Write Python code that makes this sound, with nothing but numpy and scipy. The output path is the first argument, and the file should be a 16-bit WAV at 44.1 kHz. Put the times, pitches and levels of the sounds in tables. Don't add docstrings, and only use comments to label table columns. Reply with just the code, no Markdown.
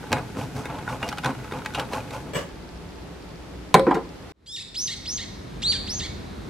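import sys
import numpy as np
from scipy import signal
from scipy.fft import rfft, irfft, next_fast_len
from scipy.io import wavfile

SR = 44100
rng = np.random.default_rng(int(sys.argv[2]) if len(sys.argv) > 2 else 0)


def master(y):
    cut = np.clip(np.atleast_2d(y).T, -1, 1)
    pcm = np.round(cut * 32767)
    wavfile.write(sys.argv[1], SR, pcm.astype(np.int16))


N = 286209
T = np.arange(N) / SR
STOVE_END_S, KITCHEN_END_S = 2.236, 4.322
CUTOFF_HZ = 15800
GLIDE_RUB_DB = -48

# start_s, ring_db, thud_db, click_db, slide_s
SPOON_KNOCKS = [(.039, -21.5, -31.5, -66, 0.0026), (.128, -5, -17, -17.5, 0.00021),
                (.168, -14, -29, -37, 0.014), (0.3689, -23.5, -22.5, -48, 0.0018),
                (.655, -19.5, -30.5, -34.5, 0.0064), (.8765, -14.5, -40, -43, .00066),
                (1.028, -11, -25, -32, 0.0039), (1.089, -33, -29.5, -24.5, 0.0032),
                (1.1265, -15.5, -48, -33, 0.0036), (1.1834, -14, -38, -27.5, 0.0022),
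                (1.245, -11, -38, -26, .0021), (1.259, -9.5, -30, -24, 0.0046),
                (1.291, -18, -28, -46, 0.0071), (1.444, -21, -47, -41, .003),
                (1.521, -19, -24.5, -36, 0.00075), (1.6595, -15.5, -58, -26, 0.0007),
                (1.747, -16, -47, -24.5, 0.012), (1.797, -19, -48, -25.5, .0044),
                (1.934, -23, -22, -29.5, 0.0019), (2.107, -27, -39, -37, .0013)]
# frequency_hz, side_minus_mid_db
NEAR_WIDTH = [(60, -28.5), (250, -25), (500, -20), (1000, -23), (2000, -14), (4000, -14), (8000, -2),
              (15000, -1)]
# frequency_hz, side_minus_mid_db
INDOOR_WIDTH = [(60, -18), (110, -16), (200, -6.5), (380, -3), (700, -5), (1290, -4), (2380, -3), (4400, 0),
                (8120, -0.5), (15000, 6)]
# frequency_hz, side_minus_mid_db
GARDEN_WIDTH = [(60, -26), (110, -15), (200, -7), (380, -2), (700, 0), (1290, -0.5), (2380, -4),
                (4400, -5.5), (8120, -5.5), (15000, 9.5)]


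def amp(db):
    return 10 ** (np.asarray(db) / 20)


def unit(x):
    return x / np.sqrt(np.mean(x ** 2) + 1e-20)


def at_hz(points, hz):
    table_hz, value = np.transpose(points)
    return np.interp(np.log(np.maximum(hz, 1)), np.log(table_hz), value)


def colour(x, spectrum):
    size = next_fast_len(x.shape[-1])
    hz = np.arange(size // 2 + 1) * SR / size
    low_skirt, high_skirt = hz / spectrum[0][0], spectrum[-1][0] / (hz + 1)
    skirts = np.minimum(1, np.minimum(low_skirt, high_skirt)) ** 4
    return unit(irfft(rfft(x, size) * amp(at_hz(spectrum, hz)) * skirts, size)[..., :x.shape[-1]])


def stereo_noise(spectrum, width, size=N):
    mid, side = rng.standard_normal((2, size))
    hz = np.arange(size // 2 + 1) * SR / size
    side = irfft(rfft(side) * amp(at_hz(width, hz)), size)
    return colour(np.array([mid + side, mid - side]), spectrum)


def add(out, start_s, sound):
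    i = max(round(start_s * SR), 0)
    out[..., i:i + sound.shape[-1]] += sound[..., :N - i]


def modes_ring(modes, t, scatter_db):
    ringing = 0
    for k, (hz, db, t60) in enumerate(modes):
        decay = amp(db + scatter_db * rng.normal() - 60 * t / t60)
        ringing = ringing + decay * np.sin(2 * np.pi * hz * t) * (-1) ** k
    return ringing


def softened(modes, db_per_octave):
    return [(hz, db - db_per_octave * np.log2(hz / modes[0][0]), t60) for hz, db, t60 in modes]


def detuned(modes, spread):
    return [(hz * (1 + spread * rng.normal()), db, t60) for hz, db, t60 in modes]


def grains(per_s, spread_db, size=N):
    slips = (rng.random(size) < per_s / SR) * rng.choice([-1, 1], size)
    return slips * amp(spread_db * np.minimum(rng.exponential(1, size), 4))


def reverb(x, t60s, width, gap_s):
    t, tail = T[:SR], 0
    noise = stereo_noise([(30, 0), (18000, 0.0065)], width, size=SR)
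    for hz in 62.5 * 2 ** np.arange(9):
        edges_hz = [hz / np.sqrt(2), min(hz * np.sqrt(2), .45 * SR)]
        band = signal.butter(2, edges_hz, "band", fs=SR, output="sos")
        tail = tail + signal.sosfilt(band, noise) * amp(-60 * t / at_hz(t60s, hz))
    tail = tail * np.clip(t / gap_s - 1, 0, 1)
    return signal.fftconvolve(x, unit(tail) / np.sqrt(SR), axes=-1)[:, :N]


def blows(rows, modes, clatter, split_hz, ring_gain_db, clatter_db, clatter_t60, thud_gain_db,
          click_gain_db, crack_t60, snap, slide_share, scatter_db):
    # frequency_hz, relative_density_db
    crack_spectrum = [(1500, -7), (2500, 3), (3900, 4), (5200, -4.5), (6500, -6), (8500, -10), (12500, -18),
                      (16000, -37)]
    out, t = np.zeros((2, N)), T[:SR // 3]
    deep = [m for m in modes if m[0] < split_hz]
    bright = [m for m in modes if m[0] >= split_hz]
    ends = np.clip((t[-1] - t) / .05 - 1, 0, 1)
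    swell = np.minimum(t / 0.00099, 1) ** 2
    spike = np.exp(-t / .00009) * np.cos(2 * np.pi * 2500 * t)
    for start_s, ring_db, thud_db, click_db, slide_s in rows:
        force = slide_share * grains(5000, 1.0, size=len(t)) * np.exp(-t / max(slide_s, .0002))
        force[0] = 1
        dull = 0.27 * (ring_db - click_db - 14.5)
        ring = modes_ring(detuned(softened(bright, dull), 0.01), t, scatter_db)
        thud = modes_ring(detuned(deep, 0.033), t, scatter_db)
        dense = stereo_noise(clatter, NEAR_WIDTH, size=len(t)) * amp(clatter_db - 60 * t / clatter_t60)
        crack = stereo_noise(crack_spectrum, NEAR_WIDTH, size=len(t)) * amp(-60 * t / crack_t60)
        crack = crack + snap * spike
        body = (ring / np.abs(ring).max() + dense) * swell
        sound = amp(ring_db + ring_gain_db) * body + amp(click_db + click_gain_db) * crack
        sound = signal.fftconvolve(sound, force[None] / np.linalg.norm(force), axes=-1)[:, :len(t)]
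        thud = amp(thud_db + thud_gain_db) * swell * thud / np.abs(thud).max()
        add(out, start_s, ends * (sound + thud))
    return out


def stroke_levels():
    # start_s, length_s, rub_db, slosh_db, wet_hiss_db
    strokes = [(0.125, 0.065, -27.5, -24.5, -50), (0.387, 0.052, -32, -28.5, -42.5),
               (0.564, 0.046, -34.5, -29.5, -43), (.70, 0.12, -33, -37, -68),
               (0.898, 0.038, -28.5, -35, -44.5), (1.035, 0.055, -30.5, -31, -46),
               (1.262, 0.034, -26, -25.5, -44), (1.538, 0.047, -32.5, -32.5, -49.5),
               (1.783, .025, -24.5, -33.5, -45), (1.932, 0.052, -27, -35, -41.5),
               (2.136, 0.031, -31, -42, -45), (2.267, 0.018, -43, -35, -72)]
    attack_s, sag_db_per_s, release_s = 0.014, 65, 0.024
    glide_db = [[GLIDE_RUB_DB], [-39.5], [-56]]
    power = amp(glide_db) ** 2 * np.ones(N)
    for start_s, length_s, *levels_db in strokes:
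        t = T - start_s
        push = np.exp(np.minimum(t, 0) / attack_s - np.maximum(t - length_s, 0) / release_s)
        push = push * amp(-sag_db_per_s * np.clip(t, 0, length_s))
        power = power + (amp(levels_db)[:, None] * push) ** 2
    return np.sqrt(power)


def squelches(low_hz=560, high_hz=1400, cycles=9.1, glide=0.061, count=600, span_s=2.3):
    out, t = np.zeros(N), T[:SR // 20]
    for when, length, depth, bend in rng.random((count, 4)):
        hz = low_hz * (high_hz / low_hz) ** ((length + depth) / 2)
        age = t * hz / cycles
        sliding_hz = hz * (1 + glide * (2 * bend - .6) * np.minimum(age, 4))
        phase = 2 * np.pi * np.cumsum(sliding_hz) / SR
        add(out, when * span_s, np.sqrt(age) * np.exp(-age) * np.sin(phase))
    return out / np.std(out[:int(span_s * SR)])


def lead_touches(lead_s=.01, slide_s=0.0047):
    return [(start_s - lead_s, ring_db - 8, thud_db - 11.5, click_db - 11, slide_s)
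            for start_s, ring_db, thud_db, click_db, _ in SPOON_KNOCKS]


def grazes(per_s=28, follow_share=0.46, spread_db=4.5, slide_s=0.0018):
    draws = rng.random((100, 2))
    rub_db = 20 * np.log10(stroke_levels()[0] / amp(GLIDE_RUB_DB))
    times_s = (np.arange(len(draws)) + draws[:, 0]) / per_s
    levels_db = follow_share * np.interp(times_s, T, rub_db) - 2 * spread_db * draws[:, 1]
    return [(start_s, db - 29, db - 48, db - 45, slide_s)
            for start_s, db in zip(times_s, levels_db) if start_s < STOVE_END_S]


def stirring(rub_db=-6.5, wall_db=-10.0, squelch_db=-5.0, slosh_db=-2.5, hiss_db=-3.0):
    # frequency_hz, relative_density_db
    slosh_spectrum = [(35, -35), (60, -11.5), (124, 0), (156, -3.5), (189, -15), (254, -1.5), (360, -14.5),
                      (387, -26), (420, -6.5), (550, -31), (920, -120)]
    rub_spectrum = [(180, -61), (300, -16), (381, -13), (517, 6), (606, -2), (841, 1), (1100, -24),
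                    (1340, -22), (1820, -14.5), (2500, -10), (3350, -18), (3590, -39), (4500, -48),
                    (5850, -57), (9900, -120)]
    hiss_spectrum = [(1470, -30), (2500, -4.5), (4780, -3), (6200, -3), (6640, -5), (12100, -12),
                     (15500, -23)]
    # frequency_hz, relative_db, t60_s
    wall_modes = [(121, -14, 0.25), (243, -5.5, 0.077), (397, -5.5, 0.034), (507, -0.5, 0.045),
                  (733, -4, 0.088), (840, -0.5, 0.17), (1007, 0, 0.058), (1312, 0, 0.046),
                  (1466, 2.5, 0.057), (1614, -2, 0.055), (1940, -1.5, 0.036), (2182, -5, 0.062),
                  (2500, 0.5, 0.034), (2826, -10.5, 0.12), (3710, -3, 0.019), (3870, -55, 0.023)]
    # frequency_hz, relative_density_db
    wall_clatter = [(150, -9), (400, 6), (900, 2), (1500, 14), (2500, -24), (4500, -22.5), (7000, -39)]
    rub, slosh, hiss = stroke_levels()
    slips = unit(grains(2500, 5)) * rub
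    ringing = unit(signal.fftconvolve(slips, modes_ring(wall_modes[4:10], T[:SR // 4], 0))[:N])
    rubbing = np.std(slips) * (amp(rub_db) * colour(slips, rub_spectrum) + amp(wall_db) * ringing)
    sloshing = slosh * amp(slosh_db) * stereo_noise(slosh_spectrum, NEAR_WIDTH)
    squelching = rub * amp(squelch_db) * squelches()
    crackle = grains(2600, 2.7) + 0.34 * np.array([grains(3000, 1.3), grains(3000, 4.6)])
    wet = hiss * amp(hiss_db) * colour(crackle, hiss_spectrum)
    knocks = blows(SPOON_KNOCKS + lead_touches() + grazes(), wall_modes, wall_clatter, split_hz=600,
                   ring_gain_db=-6.0, clatter_db=-5.0, clatter_t60=0.026, thud_gain_db=2.0,
                   click_gain_db=-1.5, crack_t60=0.033, snap=2.1, slide_share=0.17, scatter_db=5.0)
    stop = np.clip((2.33 - T) / 0.019, 0, 1)
    return (rubbing + sloshing + squelching + wet) * stop + knocks


def kitchen_air():
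    # frequency_hz, relative_density_db
    stove_spectrum = [(15, -31), (25, -3), (130, 5), (590, -7.5), (861, -12), (1220, -14.5), (1480, -10),
                      (1780, -14), (12200, -33.5), (14700, -39), (15900, -77)]
    window_spectrum = [(12, -53), (20, -18.5), (59, 0.5), (92, -6.5), (175, -4.5), (207, -9.5), (298, -7),
                       (393, -10), (505, -13), (881, -18), (1870, -24), (4680, -31.5), (6540, -37),
                       (13100, -46.5), (15500, -68)]
    at_stove = np.clip((STOVE_END_S - T) / 0.0034, 0, 1)
    stove_air = amp(-40) * stereo_noise(stove_spectrum, INDOOR_WIDTH)
    window_air = amp(-40) * stereo_noise(window_spectrum, INDOOR_WIDTH)
    return at_stove * stove_air + (1 - at_stove) * window_air


def appliance(tick_hz=4800, tick_s=0.00036, tick_db=-42.5, hum_db=-1.0):
    # frequency_hz, relative_db
    hum_tones = [(59.2, -49), (177.6, -51), (296.1, -57), (382.2, -57), (414.5, -60.5), (882.9, -60)]
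    from_s, period_s, mains_hz, double_share, spread_db = 2.4889, .06672, 60, .45, 3.5
    out = np.zeros(N)
    t = T[:SR // 100] - .0022
    tick = np.exp(-(t / tick_s) ** 2) * np.cos(2 * np.pi * tick_hz * t)
    for start_s in np.arange(from_s, KITCHEN_END_S, period_s):
        first, second = amp(tick_db + spread_db * rng.standard_normal(2))
        add(out, start_s, first * tick)
        add(out, start_s + 1 / mains_hz, second * tick * (rng.random() < double_share))
    for hz, db in hum_tones:
        out += np.sqrt(2) * amp(db + hum_db) * np.sin(2 * np.pi * (hz * T + rng.random()))
    return out


def knob(t60=0.3, ring_db=-2.0, rough_db=1.5):
    # start_s, level_db
    clacks = [(2.333, -34), (2.346, -28), (2.354, -24.5), (2.365, -29), (2.408, -49)]
    # frequency_hz, relative_density_db
    body_spectrum = [(59, -39), (100, 2), (171, 1), (270, -10), (568, 2.5), (698, -11), (1150, -6.5),
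                     (1410, -13.5), (1700, -6), (2620, -19), (2910, -11), (3890, -24.5), (7690, -23),
                     (11400, -38), (14000, -35)]
    # frequency_hz, relative_db, t60_s
    knob_modes = [(558, -11.5, 0.57), (1700, -10.5, 0.39), (2320, -8, .15), (2910, -9.5, 0.17),
                  (3324, -10, 0.14), (8000, -6.5, 0.055), (13200, -15, 0.1)]
    out, t = np.zeros((2, N)), T[:SR // 2]
    for start_s, db in clacks:
        uneven = amp(rough_db * colour(rng.standard_normal(len(t)), [(30, 0), (300, 0)]))
        rattle = stereo_noise(body_spectrum, INDOOR_WIDTH, size=len(t)) * uneven * amp(-60 * t / t60)
        ring = amp(ring_db) * modes_ring(knob_modes, t, 3)
        add(out, start_s, amp(db) * (rattle + ring) * np.minimum(t / 0.0021, 1))
    return out


def pot_landing():
    # start_s, ring_db, thud_db, click_db, slide_s
    contacts = [(3.7422, 0, -11.5, -14, 0.00044), (3.747, -6, -27, -18, 0.0018),
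                (3.7535, -25, -13, -33, 0.0026), (3.7945, -17, -16, -33, 0.0013),
                (3.8668, -12.5, -17, -48, 0.0016), (3.875, -16.5, -17, -53, 0.031),
                (3.9085, -9, -35, -42, 0.0037), (3.9435, -27, -23, -33.5, 0.0093),
                (3.951, -16.5, -26, -43, 0.0038), (3.9654, -21, -22.5, -48, 0.0095)]
    # frequency_hz, relative_db, t60_s
    base_modes = [(157, -8, .16), (202, -0.5, 0.12), (259, -7.5, 0.2), (319, -6, 0.24), (367, 1, 0.21),
                  (452, -0.5, 0.16), (527.4, -5.5, 0.27), (600, -16, 0.17), (732, 3.5, 0.11),
                  (809, -3, 0.17), (1004, 6.5, 0.07), (1400, -13, 0.076), (1538, -16.5, 0.031),
                  (1947, -8.5, 0.036), (2370, -20, .05), (2910, -22.5, 0.021), (3460, -17.5, 0.042),
                  (3640, -17, .05), (4010, -18, 0.029)]
    # frequency_hz, relative_density_db
    base_clatter = [(130, -6.5), (220, 0), (430, -1), (620, -6.5), (920, 4.5), (1300, -3.5), (2000, -10.5),
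                    (4000, -32.5), (6000, -41)]
    return blows(contacts, base_modes, base_clatter, split_hz=560, ring_gain_db=-0.5, clatter_db=-7.0,
                 clatter_t60=.11, thud_gain_db=5.5, click_gain_db=4.0, crack_t60=0.019, snap=0.9,
                 slide_share=0.56, scatter_db=5.0)


def garden(bird_pan_db=-0.26, right_lead_s=.00004, trees_db=3.0, echo_s=.045, echo_db=-18.5, full_s=5.68):
    # frequency_hz, relative_density_db
    garden_spectrum = [(12, -43), (20, -33), (49, 5), (148, -1.5), (196, -2.5), (282, -5.5), (362, -7),
                       (404, -10), (631, -17), (1770, -23), (3000, -28.5), (3960, -24.5), (4680, -30.5),
                       (13100, -46.5), (15500, -71)]
    # frequency_hz, t60_s
    trees_t60 = [(1000, 0.99), (4000, 0.71), (6500, 0.53), (11000, 0.66)]
    call = bird()
    left = np.interp(T - right_lead_s, T, call)
    calls = np.array([left, call]) * amp([[bird_pan_db], [-bird_pan_db]])
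    echo = amp(echo_db) * np.interp(T - echo_s, T, call)
    trees = amp(trees_db) * reverb(calls, trees_t60, GARDEN_WIDTH, gap_s=0.00022)
    air = amp(-35.5) * stereo_noise(garden_spectrum, GARDEN_WIDTH)
    fade = np.clip((T - KITCHEN_END_S) / (full_s - KITCHEN_END_S), 0, 1)
    return fade * (calls + echo + trees + air)


def call_pitch(t, leap_s, arch_s, tail_s, fall_s, knee_hz, top_hz, tail_hz, crest):
    start_hz, low_hz, end_hz = 784, 920, 790
    along = np.clip((t - leap_s) / (arch_s - leap_s), 0, 1)
    leap = np.interp(t, [0, leap_s], [start_hz, knee_hz])
    arch = leap + (top_hz - knee_hz) * np.sin(np.pi / 2 * along / crest)
    along_tail = (t - arch_s - fall_s) / tail_s
    tail = np.interp(along_tail, [.2, .5, .8, 1], [low_hz, tail_hz, tail_hz, end_hz])
    fallen = np.sin(np.pi / 2 * np.clip((t - arch_s) / fall_s, 0, 1)) ** 2
    return arch + fallen * (tail - arch)


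def bird(trill_hz=260, fundamental_db=-23.0, jitter=0.012, tail_jitter=0.027, fall_s=0.025):
    # start_s, level_db, leap_s, arch_s, tail_s, knee_hz, top_hz, tail_hz,
    # crest (0-1 along the arch), swell_db (knee to crest), tail_db, arch_odd_db (odd harmonics),
    # rolloff_db (per octave of harmonics), trill_depth_hz
    bird_calls = [(4.46, -18.5, .014, .094, .051, 1570, 1842, 1310, 1, 6, -3.5, 4.5, -3.5, 0.5),
                  (4.743, -19, .03, 0.12, .057, 2443, 3093, 1095, 0.82, .5, -5, -16, -5.5, 201),
                  (5.051, -26, .029, .114, 0.055, 2470, 3180, 1085, 0.86, -0.5, -4.5, -16, -8.5, 207),
                  (5.619, -19.5, .02, 0.091, 0.038, 1750, 2302, 790, .95, 6, -10.5, -12, -7, 0),
                  (5.868, -32, .03, .118, 0.061, 2520, 3223, 1113, 0.81, -1.5, -0.5, -17, -8, 200)]
    # frequency_hz, gain_db
    throat = [(800, -35), (1800, -10), (2600, -6.5), (3700, 7.5), (4600, 3.5), (6300, -4.5), (7500, 2),
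              (9500, -14), (11000, -2), (12200, -35), (15000, -62)]
    onset_db, fade_db = -10, -4.5
    low_odd_db = -3.5
    out = np.zeros(N)
    k = np.arange(1, 13)[:, None]
    for (start_s, call_db, leap_s, arch_s, tail_s, knee_hz, top_hz, tail_hz, crest,
         swell_db, tail_db, arch_odd_db, rolloff_db, trill_depth_hz) in bird_calls:
        low_s = arch_s + fall_s
        t = T[:int((low_s + tail_s) * SR)]
        crest_s = leap_s + min(crest, 1) * (arch_s - leap_s)
        db = np.interp(t, [0, leap_s, crest_s, low_s, t[-1]],
                       [onset_db - swell_db, -swell_db, 0, tail_db, tail_db + fade_db])
        odd_db = np.interp(t, [0, leap_s, arch_s, (arch_s + low_s) / 2],
                           [low_odd_db, arch_odd_db, arch_odd_db, low_odd_db])
        depth_hz = np.interp(t, [leap_s, (leap_s + arch_s) / 2, arch_s], [0, trill_depth_hz, 0])
        trill = depth_hz * np.sin(2 * np.pi * trill_hz * t)
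        waver = colour(rng.standard_normal(SR // 2), [(20, 1), (200, 7.5), (800, -19)])[:len(t)]
        waver = waver * np.interp(t, [arch_s, low_s], [jitter, tail_jitter])
        glide_hz = call_pitch(t, leap_s, arch_s, tail_s, fall_s, knee_hz, top_hz, tail_hz, crest)
        hz = glide_hz * (1 + waver) + trill
        gains_db = at_hz(throat, k * hz) + rolloff_db * np.log2(k)
        gains_db = gains_db + odd_db * (k % 2) + fundamental_db * (k == 1)
        gains = amp(gains_db) * (k * hz < CUTOFF_HZ)
        tone = np.sum(gains * np.sin(2 * np.pi * k * np.cumsum(hz) / SR), axis=0)
        tone = tone / np.sqrt(np.sum(gains ** 2, axis=0) / 2)
        ends = np.clip(np.minimum(t, t[-1] - t) / 0.0011, 0, 1)
        add(out, start_s, tone * amp(call_db + db) * ends)
    return out


def scene():
    # frequency_hz, t60_s
    kitchen_t60 = [(100, 0.56), (500, 0.37), (2000, 0.3), (6000, 0.28), (15000, 0.06)]
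    pot = stirring() + pot_landing()
    room = amp(-13.0) * reverb(pot, kitchen_t60, INDOOR_WIDTH, gap_s=0.0029)
    indoors = pot + room + kitchen_air() + appliance() + knob()
    return indoors * np.clip((KITCHEN_END_S - T) / 0.0013, 0, 1) + garden()


def record(dry):
    clipped = dry / (1 + dry ** 8) ** (1 / 8)
    low_pass = signal.ellip(10, .1, 80, CUTOFF_HZ, fs=SR, output="sos")
    return signal.sosfilt(low_pass, clipped)


dry = scene()
out = record(dry)
master(out)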